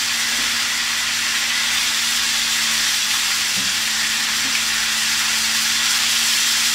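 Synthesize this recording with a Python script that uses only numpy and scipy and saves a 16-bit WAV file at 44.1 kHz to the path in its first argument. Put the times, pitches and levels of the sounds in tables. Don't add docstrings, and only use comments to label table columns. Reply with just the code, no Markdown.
import sys
import numpy as np
from scipy import signal
from scipy.fft import rfft, irfft, next_fast_len
from scipy.io import wavfile
from scipy.ndimage import map_coordinates

SR = 44100
rng = np.random.default_rng(int(sys.argv[2]) if len(sys.argv) > 2 else 0)


def unload_wav(signal):
    wavfile.write(
        sys.argv[1],
        SR,
        np.round(np.clip(np.atleast_2d(signal).T, -1, 1) * 32767).astype(np.int16),
    )


N = 297234


def amp(db):
    return 10 ** (np.asarray(db) / 20)


def unit(x):
    return x / np.sqrt(np.mean(x ** 2) + 1e-20)


def along(points, hz):
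    freqs, values = np.transpose(points)
    return np.interp(np.log(hz + 1), np.log(freqs + 1), values)


def curve(points):
    return np.interp(np.arange(N) / SR, *np.transpose(points))


def wobble(rate):
    return map_coordinates(rng.standard_normal(int(N * rate / SR) + 4), [np.arange(N) * rate / SR])


def coloured(x, gain_db):
    size = 2 * next_fast_len(N // 2 + SR // 4)
    gain = np.maximum(amp(gain_db(np.fft.rfftfreq(size, 1 / SR))), 1e-6)
    cepstrum = irfft(np.log(gain))
    cepstrum[1:size // 2] *= 2
    cepstrum[size // 2 + 1:] = 0
    return irfft(rfft(x, size) * np.exp(rfft(cepstrum)), size)[:N]


def noise(spectrum):
    return unit(coloured(rng.standard_normal(N), lambda hz: along(spectrum, hz)))


def add(track, start_s, sound):
    part = track[max(round(start_s * SR), 0):][:len(sound)]
    part += sound[:len(part)]


# (frequency [Hz], time to fade by 60 dB [s])
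ECHO_TIMES = [(200, 0.91), (2000, 0.18), (12000, 0.31)]
def kitchen_echo(sound):
    hz, t, spectra = signal.stft(rng.standard_normal((8, SR // 2)), SR, nperseg=256)
    fade = amp(-60 * t / along(ECHO_TIMES, hz)[:, None])
    tails = signal.istft(spectra * fade, SR, nperseg=256)[1]
    echoes = signal.fftconvolve(sound[None], tails / np.linalg.norm(tails[0]), axes=1)[:, :N]
    shares = np.array([wobble(30) for _ in tails])
    return (echoes * shares).sum(0) / np.linalg.norm(shares, axis=0)


# (frequency [Hz], relative level [dB])
AIR_COLOUR = [(20, -39), (33, -26), (45, -7), (62, -3), (88, 6), (125, -8.5), (200, 0), (260, 4.5),
              (320, 2), (400, -4.5), (800, -29), (3000, -47)]
def moving_air():
    return amp(-48.5) * noise(AIR_COLOUR)


# (pitch [Hz], level [dB])
HUM_TONES = [(49, -54.5), (99, -56.5), (199, -63)]
def mains_hum():
    t = np.arange(N) / SR
    return np.sqrt(2) * sum(amp(db + 2.8 * wobble(7)) * np.sin(2 * np.pi * (hz * t + rng.random()))
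                            for hz, db in HUM_TONES)


# (time [s], turning rate [Hz])
FAN_SPEED = [(0, 77.5), (2.2, 76.9), (2.8, 75.3), (3.0, 72.1), (3.35, 73.5), (3.55, 72.1), (4, 74.6),
             (5.45, 74.9), (5.9, 76.5)]
# (pitch [times the turning rate], relative level [dB])
FAN_HARMONICS = [(2, -12), (3, 0), (4, -14.5), (7, -18), (8, -15)]
def cooling_fan():
    housing_hz, width_hz, lift_db = 75.5, 2.8, 6
    turn_hz = curve(FAN_SPEED)
    fan_db = -48 + lift_db / (1 + (2 * (turn_hz - housing_hz) / width_hz) ** 2)
    angle = 2 * np.pi * np.cumsum(turn_hz + 0.15 * wobble(7.72)) / SR
    return np.sqrt(2) * sum(amp(fan_db + db + 0.8 * wobble(5.2)) * np.sin(multiple * angle)
                            for multiple, db in FAN_HARMONICS)


# (frequency [Hz], relative level [dB])
COUNTER_COLOUR = [(120, -13), (250, -5), (400, -3), (600, -0.5), (900, -11), (2000, -38)]
# (time [s], level [dB], pitch [Hz])
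COUNTER_KNOCKS = [(0.323, -34, 245), (0.38, -30, 262), (0.42, -43, 249), (0.522, -32, 236),
                  (3.558, -29, 124.8), (3.566, -23, 193.6), (3.598, -29.5, 268), (3.65, -29, 195),
                  (3.652, -34, 105), (4.178, -36, 249), (4.446, -25.5, 263)]
def knocks():
    track, t = np.zeros(N), np.arange(SR) / SR
    thud = noise(COUNTER_COLOUR)
    for start_s, db, hz in COUNTER_KNOCKS:
        cycles = hz * t
        ring = np.sin(2 * np.pi * cycles) + hz / 900 * np.roll(thud, round(start_s * SR))[:len(t)]
        rise = 1 - np.exp(-cycles / 1.5)
        fade = amp(-60 * t / (0.17 + 10 / hz))
        add(track, start_s, amp(db) * ring * rise * fade)
    return track


def scrape(middle_s=0.39, half_length_s=0.11):
    stroke = np.exp(-((np.arange(N) / SR - middle_s) / half_length_s) ** 2)
    return amp(-41.5) * stroke * noise(COUNTER_COLOUR)


def bubbles(count, length_s, pitch_hz, spread, cycles, scatter_db):
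    n = round(length_s * SR)
    starts = (rng.random((count, 1)) * n).astype(int)
    detune, size = np.clip(rng.standard_normal((2, count, 1)), -2, 2)
    hz = pitch_hz * np.exp(spread * detune)
    t = np.arange(SR // 32) / SR
    rings = amp(scatter_db * size) * np.sin(2 * np.pi * hz * t) * np.exp(-t * hz / cycles)
    positions = starts + np.arange(len(t))
    return unit(np.bincount(positions.ravel(), rings.ravel(), n)[:n])


# (start [s], length [s], pitch [Hz], relative level [dB])
JUICE_POCKETS = [(0, 1.5, 1963, -32), (1.25, 0.68, 2020, -29.5), (1.35, 1.8, 3530, -32),
                 (2.299, 0.82, 2010, -33.5), (3.799, 0.73, 1840, -31), (4.3, 1.15, 1936, -36),
                 (5.6, 1.3, 3255, -31.5)]
def burble(fade_s=0.24):
    track = np.zeros(N)
    for start_s, length_s, hz, db in JUICE_POCKETS:
        rings = bubbles(600, length_s, hz, spread=0.024, cycles=6.7, scatter_db=3.0)
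        t = np.arange(len(rings)) / SR
        swell = np.clip(np.minimum(t, length_s - t) / fade_s, 0, 1)
        add(track, start_s, amp(db) * rings * swell)
    return signal.sosfilt(signal.butter(2, 1000, "high", fs=SR, output="sos"), track)


def bursts(rate, scatter_db):
    sizes = np.minimum(rng.standard_normal(N), 1.7)
    happens = rng.random(N) < rate / SR
    return unit(happens * rng.choice([-1, 1], N) * amp(scatter_db * sizes))


# (frequency [Hz], relative level [dB])
OIL_COLOUR = [(60, -54), (250, -22), (480, -19.5), (700, -14), (1000, -7.5), (1600, -3.5), (3000, 0.5),
              (5500, 0.5), (7800, -5), (8300, -6), (10700, -10), (11500, -15), (13600, -12), (15600, -19.5)]
# (frequency [Hz], width [Hz], boost [dB])
PAN_RINGS = [(792, 32, 5), (879, 62, 4.5), (1093, 113, 3.5), (1280, 120, 2), (1422, 116, 5),
             (1650, 40, 3.5), (1737, 270, 4), (1950, 240, 5), (2356, 370, 2.5), (2730, 140, 4.5),
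             (3220, 180, 2), (3465, 500, 4), (4310, 170, 3), (4650, 130, 3), (4810, 160, 3), (5210, 210, 3),
             (5875, 320, 4.4), (7250, 320, 4.5), (7670, 540, 3.5)]
def pan_db(hz):
    boost_db = sum(db / (1 + (2 * (hz - centre) / width) ** 2) for centre, width, db in PAN_RINGS)
    return along(OIL_COLOUR, hz) + boost_db


# (time [s], relative level [dB], pitch [Hz])
JUICE_DROPS = [(0.434, -19, 2700), (1.349, -16.5, 1930), (1.772, -18.5, 3490), (2.12, -19, 3200),
               (2.87, -18, 3000), (3.105, -15, 2590), (3.135, -21.5, 1020), (4.549, -17, 2250),
               (6.125, -19, 3460), (6.367, -17, 2780)]
def spits(rise_s=0.0024, fade_s=0.12):
    track, t = np.zeros(N), np.arange(SR // 8) / SR
    snaps = coloured(bursts(rate=12000, scatter_db=0.5), pan_db)
    swell = (1 - np.exp(-t / rise_s)) * amp(-60 * t / fade_s)
    for start_s, db, hz in JUICE_DROPS:
        cluster = signal.lfilter(*signal.iirpeak(hz, 2.5, SR), snaps[round(start_s * SR):][:len(t)])
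        add(track, start_s, amp(db) * swell * unit(cluster))
    return track


# (time [s], relative level of the fizz [dB])
PAN_HEAT = [(0, -22.5), (0.4, -22), (0.9, -23), (2.15, -21), (2.95, -20.5), (4.2, -22), (4.75, -21.5),
            (5.25, -20.5), (5.75, -20), (6.3, -19), (6.74, -19.4)]
def sizzle(split_hz=2800):
    boil_follows, spray_follows = 0.23, 0.44
    fizz_db = curve(PAN_HEAT)
    heat_db = fizz_db - fizz_db.mean()
    boil_db = -24.5 + boil_follows * heat_db + 0.69 * wobble(3.98)
    boil_colour = lambda hz: pan_db(hz) - 10 * np.log10(1 + (hz / split_hz) ** 6)
    fizz_colour = lambda hz: pan_db(hz) - 10 * np.log10(1 + (split_hz / (hz + 1)) ** 6)
    pops = bursts(rate=6000, scatter_db=2) * amp(0.3 * wobble(25))
    boil = unit(coloured(pops, boil_colour)) * amp(boil_db)
    snaps = bursts(rate=14000, scatter_db=3.5) * amp(0.35 * wobble(45))
    fizz = unit(coloured(snaps, fizz_colour)) * amp(fizz_db)
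    spray = signal.sosfiltfilt(signal.butter(2, 8000, "high", fs=SR, output="sos"), fizz)
    flurry_db = spray_follows * heat_db + 0.75 * wobble(10) + 0.99 * wobble(40)
    return boil + fizz + spray * (amp(flurry_db) - 1)


def scene():
    frying = sizzle() + burble() + spits()
    pan_in_room = amp(-0.94) * frying + amp(-7) * kitchen_echo(frying)
    mono = pan_in_room + cooling_fan() + mains_hum() + moving_air() + knocks() + scrape()
    return np.array([mono, mono])


def record(dry):
    bottom_hz, top_hz = 38, 15750
    trimmed = signal.sosfilt(signal.butter(6, bottom_hz, "high", fs=SR, output="sos"), dry)
    size = next_fast_len(N + SR // 2)
    below_top = np.fft.rfftfreq(size, 1 / SR) < top_hz
    return irfft(rfft(trimmed, size) * below_top, size)[:, :N]


dry = scene()
out = record(dry)
unload_wav(out)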